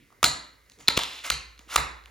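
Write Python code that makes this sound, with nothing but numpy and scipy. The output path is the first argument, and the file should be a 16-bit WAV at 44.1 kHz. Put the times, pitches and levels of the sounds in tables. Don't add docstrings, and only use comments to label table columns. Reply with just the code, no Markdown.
import sys
import numpy as np
from scipy import signal
from scipy.fft import rfft, irfft
from scipy.io import wavfile
from scipy.ndimage import uniform_filter1d

SR = 44100
rng = np.random.default_rng(int(sys.argv[2]) if len(sys.argv) > 2 else 0)


def generate_wav(signal):
    frames = np.transpose(np.atleast_2d(signal))
    scaled = np.clip(frames, -1, 1) * 32767
    pcm = np.round(scaled).astype(np.int16)
    wavfile.write(sys.argv[1], SR, pcm)


def elevation(decibels):
    levels = np.asarray(decibels, float)
    return 10 ** (levels / 20)


N = 92610
FREQ = np.fft.rfftfreq(N, 1 / SR) + 1e-3

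# [f/Hz, relative level/dB, time to fall by 60 dB t60/s]
SHOE_MODES = [(660, -7.5, 0.0064), (922, -28.5, 0.009), (1200, 1.5, 0.013), (1454, -2.5, 0.016),
              (1890, -5, 0.0085), (2100, -15, 0.022), (2273, 2.5, 0.0071), (2848, 5.5, 0.0074),
              (3500, 8, 0.0068), (4080, 5, 0.013), (4866, 1.5, 0.0093), (5390, 5, 0.0039),
              (7780, 4.5, 0.0035)]
# [f/Hz, relative level/dB]
BRIGHT_COLOUR = [(1500, -4.5), (4000, 1), (7000, 6), (10500, -1.5), (13000, -8.5), (15000, -2.5),
                 (16000, -19), (16600, -38)]
FAR_MODES_DB = -15
CLICK_FROM_HZ = 375


def ring(hz, t60, t):
    return np.sin(2 * np.pi * hz * t) * np.exp(-np.log(1000) * t / t60)


def table(rows, log=True):
    hz, value = np.array(rows, float).T
    if log:
        return np.interp(np.log(FREQ), np.log(hz + 1), value)
    return np.interp(FREQ, hz, value)


def coloured(rows):
    spectrum = rfft(rng.standard_normal(N)) * elevation(table(rows))
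    noise = irfft(spectrum, N)
    return noise / np.std(noise)


def curve(rows, col, outside):
    rows = np.array(rows, float)
    return np.interp(np.arange(N) / SR, rows[:, 0], rows[:, col], left=outside, right=outside)


def remove_bass(x):
    return signal.sosfilt(signal.butter(2, CLICK_FROM_HZ, "high", fs=SR, output="sos"), x)


def still_air():
    # [f/Hz, relative level/dB]
    air_colour = [(24, -28.5), (40, 0), (112, -4), (181, -21), (461, -10.5), (782, -25), (1840, -12.5),
                  (2040, -8), (2490, -21), (15300, -26.5), (16500, -35)]
    alike = coloured(air_colour)
    opposite = 0.35 * coloured(air_colour) * np.array([[1], [-1]])
    return elevation(-65) * (alike + opposite)


def shuffles():
    # [t/s, relative level/dB, low part against the rustle/dB]
    shuffle_curves = [
        [(0.0, -57, -38), (0.03, -55, -25), (0.05, -63, -9), (0.076, -61.5, -31.5), (0.086, -68, -8),
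         (0.134, -73, 8.5), (0.15, -92, 20), (0.2, -84, 22.5)],
        [(0.64, -78, 3), (0.688, -71, -21), (0.694, -63, -5.5), (0.726, -66.5, -38), (0.754, -76, -18),
         (0.768, -87, 19), (0.79, -55, 3.5), (0.86, -61, -16)],
        [(1.56, -102, -15), (1.598, -52.5, -46.5), (1.61, -82.5, -18), (1.636, -75.5, -21), (1.654, -66, -23),
         (1.664, -67, -10), (1.68, -52, -0.5)],
    ]
    # [f/Hz, relative level/dB]
    rustle_colour = [(300, 30), (800, -17.5), (1200, -25.5), (2300, 21.5), (4000, 10), (7000, -25),
                     (11000, -26), (15500, -26), (16400, -36)]
    # [f/Hz, relative level/dB]
    low_colour = [(60, -9), (120, -3), (220, 0), (400, 2.5), (700, -9), (1500, -37)]
    rustle, low = coloured(rustle_colour), coloured(low_colour)
    out = np.zeros(N)
    for rows in shuffle_curves:
        loudness = elevation(curve(rows, 1, outside=-200) - 3.5)
        low_share = elevation(curve(rows, 2, outside=-200))
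        out += loudness * (rustle + low_share * low)
    return out


def contacts(rows):
    chatter_s, crack_s, crack_level_db = .00012, 0.0013, -11.5
    scatter_db, detune = 2.2, .015
    thud_hz, thud_t60_s, thud_level_db = 356.4, 0.0056, 1
    echo_ring_share = .25
    out = np.zeros((2, N + SR))
    t = np.arange(SR // 20) / SR
    hz, db, t60 = np.array(SHOE_MODES, float).T[:, :, None]
    sign = (-1.) ** np.arange(len(SHOE_MODES))[:, None]
    hiss = coloured(BRIGHT_COLOUR)
    for at, contact_db, centre_hz, octaves, thud_db, crack_db, echo_db in rows:
        i = int(at * SR)
        level_chance, pitch_chance = rng.standard_normal((2, len(SHOE_MODES), 1))
        chatter = (1 + rng.standard_normal(len(t))) * np.exp(-t / chatter_s)
        distance = np.log2(hz / centre_hz) / max(octaves, .1)
        near = elevation(FAR_MODES_DB) + np.exp(-.5 * distance ** 2)
        strength = sign * near * elevation(db + scatter_db * level_chance)
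        mode_hz = hz * (1 + detune * pitch_chance)
        crack = elevation(crack_level_db + crack_db) * np.resize(hiss[i:], len(t)) * np.exp(-t / crack_s)
        for k, share in enumerate((1, echo_ring_share)):
            body = np.sum(strength * ring(mode_hz, t60 * share, t), axis=0)
            click = remove_bass(signal.fftconvolve(body, chatter)[:len(t)])
            click *= 0.067 / np.sqrt(np.mean(click ** 2))
            out[k, i:i + len(t)] += elevation(contact_db + k * echo_db) * (click + crack)
        thud = ring(thud_hz, thud_t60_s, t)
        out[0, i:i + len(t)] += elevation(contact_db + thud_db + thud_level_db) * thud
    return out[:, :N]


def room(x):
    # [f/Hz, t60/s, relative level/dB, share of opposite sign in left and right]
    tail_bands = [(88, 0.39, -8, 0.16), (167, 0.52, -6.5, 0.27), (378, 0.59, -9.5, 1),
                  (690, 0.51, -11.5, 0.19), (1400, 0.53, -3, 0.82), (2800, 0.49, -5, 0.25),
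                  (4500, 0.43, -6, 0.21), (7560, 0.34, -3, 0.13), (10450, 0.27, -7.5, 0.28),
                  (15000, .18, -14, 0.21)]
    # [delay/s, level/dB]
    wall_echoes = [(0.0149, -16.5), (0.0215, -18.5), (0.036, -22)]
    gap_s, build_s, tail_db, echo_smear_s = .005, .008, -2, 0.0035
    t = np.arange(N) / SR
    late = np.maximum(t - gap_s, 0)
    centres = np.log([row[0] for row in tail_bands])
    tail = np.zeros((2, N))
    for k, (hz, t60, db, unlike) in enumerate(tail_bands):
        band = np.interp(np.log(FREQ), centres, np.arange(len(tail_bands)) == k) ** .5
        same, other = irfft(rfft(rng.standard_normal((2, N))) * band, N)
        build = 1 - np.exp(-late / build_s)
        decay = np.exp(-np.log(1000) * late / t60)
        shape = build * decay * np.sqrt(14 / t60 / SR)
        tail += elevation(db + tail_db) * shape * (same + unlike * other * np.array([[1], [-1]]))
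    for delay_s, db in wall_echoes:
        after = np.maximum(t - delay_s, 0)
        smear = rng.standard_normal(N) * np.exp(-after / echo_smear_s) * (after > 0)
        tail += elevation(db) * smear / np.sqrt(np.sum(smear ** 2))
    return signal.fftconvolve(x[None], tail, axes=1)[:, :N]


def boom():
    # [f/Hz, relative level/dB, t60/s]
    room_modes = [(49.7, -35.5, 0.28), (66.1, -39.5, 0.56), (58, -46.5, 1.75), (138.8, -41.5, .3),
                  (279.3, -51, .7)]
    # [t/s, level of modes one to three/dB, of mode four/dB, of mode five/dB, push/dB]
    landings = [(.243, -5.5, 6, 3.5, -15.5), (0.889, -10, -8, 5, -26), (0.975, -12, -26, -18, -31),
                (1.303, 0.5, 2, -14.5, -25), (1.761, 5.5, 5, -22, -16)]
    push_s, swell_s = 0.00092, 0.0086
    out = np.zeros((2, N))
    for at, hum_db, fourth_db, fifth_db, push_db in landings:
        t = np.maximum(np.arange(N) / SR - at, 0)
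        swell = 1 - np.exp(-t / swell_s)
        blows_db = (hum_db, hum_db, hum_db, fourth_db, fifth_db)
        for k, ((hz, db, t60), blow_db) in enumerate(zip(room_modes, blows_db)):
            out[0] += (-1) ** k * elevation(db + blow_db) * ring(hz, t60, t) * swell
        out[1] += elevation(push_db) * t / push_s * np.exp(1 - t / push_s)
    return out


def slides():
    # [t/s, relative level/dB, centre of the ringing modes f/Hz]
    slide_curves = [
        [(.955, -52, 3070), (.965, -38, 3000), (.973, -16, 3000)],
        [(.983, -30.5, 3500), (1.089, -44, 3100), (1.113, -42.5, 3100), (1.191, -44, 2800), (1.225, -55, 2960)],
        [(1.228, -49, 2100), (1.246, -29.5, 1830), (1.262, -29, 1240), (1.278, -32.5, 1710), (1.29, -51, 2000)],
        [(1.68, -53.5, 1800), (1.708, -34.5, 1500), (1.728, -31.5, 1400), (1.752, -26, 1200)],
    ]
    slide_db, hiss_db = -8.5, -2.5
    grit_per_s, grit_spread_db, spread_octaves = 2200, 3.5, 0.6
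    t = np.arange(SR // 20) / SR
    grain = uniform_filter1d(rng.exponential(size=N) ** 2, size=40)
    out = elevation(hiss_db) * coloured(BRIGHT_COLOUR) * grain / np.sqrt(np.mean(grain ** 2))
    loudness = sum(elevation(curve(rows, 1, outside=-200) + slide_db) for rows in slide_curves)
    all_rows = [row for rows in slide_curves for row in rows]
    centre_hz = curve(all_rows, 2, outside=3000)
    for hz, db, t60 in SHOE_MODES:
        hits = rng.random(N) < grit_per_s / SR
        grit = hits * rng.standard_normal(N) * elevation(grit_spread_db * rng.standard_normal(N))
        rung = signal.fftconvolve(grit, ring(hz, t60, t))[:N]
        distance = np.log2(hz / centre_hz) / spread_octaves
        near = elevation(FAR_MODES_DB) + np.exp(-.5 * distance ** 2)
        out += near * elevation(db) * rung / np.std(rung) / 2
    return remove_bass(out) * uniform_filter1d(loudness, size=200)


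def scene():
    # [t/s, relative level/dB, centre of the ringing modes f/Hz, spread/octaves,
    # thud against the contact/dB, crack against the click/dB, part sent to the walls against the contact/dB]
    taps = [(.2294, -4, 1077, 1.3, -40, 1, -1), (.2325, -12.5, 1000, 0.72, -17.5, -1, -5),
            (.2370, -16.5, 1200, 0.39, -10.5, -12, -13.5), (.2412, -1, 2080, 0.5, -10, 2.5, -3),
            (.2427, -7, 1300, 0.39, -10, 2, -3), (.2440, -2.5, 4024, 0.34, -21, 3, 6),
            (.2510, -11.5, 4114, 0.88, -12, 2, -15), (.2545, -13.5, 4500, .8, -23, 4, -6),
            (.8757, -17, 3980, 1.1, -29, -7, -12), (.8821, 3, 4080, 0.13, -32, -6, -3),
            (.8860, -5, 2370, 0.55, -23, 1, -2), (.8880, -14.5, 1200, 1, -0.5, -17.5, 3.5),
            (.9743, -8, 3500, 0.47, -10, 5.5, -24), (.9762, -9.5, 1100, 1.34, 3.5, -4, -22),
            (.9783, -13.5, 3050, 0.33, -45, -5.5, 9), (.9913, -14, 5150, 0.69, -19, 4, -11),
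            (1.0347, -15, 3500, 0.37, -32, 2, -8), (1.3012, -6, 3056, 0.35, -45, 2.5, 3.5),
            (1.3042, -9.5, 1200, 0.79, -17, 3.5, -4.5), (1.7597, -2, 1200, 0.55, -20.5, 2, -23),
            (1.7622, -3.5, 2200, 1.6, -29, 2.5, 5.5)]
    # [t/s, relative level/dB, centre f/Hz,
    # spread/octaves, thud/dB, crack/dB, part sent to the walls/dB]
    ticks = [(0.104, -46, 1050, 0.67, -29, -6, 9.5), (0.126, -42.5, 1170, 0.43, -23, -7, -17),
             (0.662, -62, 2090, 1.46, -34, 8, 6), (0.698, -42.5, 2730, 0.58, -46, 7.5, 8),
             (0.719, -45, 2800, 0.6, -26, 6, 3), (0.788, -48.5, 3450, 1.1, -11, 7, 21.5),
             (0.797, -53, 2190, 1.45, 8, 7, 0), (0.809, -42.5, 2130, 1.1, -3, -1, 9),
             (1.578, -43, 2730, 0.4, -30, -6, 8), (1.592, -36.5, 2770, 1.2, -35, 4, 4),
             (2.038, -46, 3420, 0.7, -32.5, -4.5, 7), (2.058, -34, 2640, 0.4, -20, -3, 3.5)]
    air, rustle = still_air(), shuffles()
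    shoe, outward = contacts(taps) + contacts(ticks)
    hum, push = boom()
    grit = slides()
    answer = room(outward + push + elevation(4.5) * grit)
    return shoe + grit + rustle + answer + hum + air


def low_pass(x):
    return signal.sosfilt(signal.butter(12, 17150, fs=SR, output="sos"), x)


def record(dry):
    # [f/Hz, phase/rad]
    port_phase = [(0, .35), (600, .45), (1400, .9), (2400, .55), (5000, .4), (7150, 1.2), (8600, 3.14),
                  (11300, 7.2), (12000, 8.6), (12900, 9.42), (13600, 10.4), (14500, 12.4), (16700, 13.2)]
    # [f/Hz, level/dB]
    port_balance = [(60, -2.5), (400, -3.5), (1300, -2.5), (2400, -1), (4400, 0), (15000, -.3)]
    half = elevation(table(port_balance) / 2) * np.exp(.5j * table(port_phase, log=False))
    low_cut = FREQ ** 4 / (FREQ ** 4 + 40.6 ** 4)
    high_cut = 1 / (1 + (FREQ / 16600.) ** 40)
    x = irfft(rfft(dry) * low_cut * high_cut * np.array([half, 1 / half]), N)
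    x = .97 * np.tanh(x / .97) + .1 * x
    return low_pass(x)


dry = scene()
out = record(dry)
generate_wav(out)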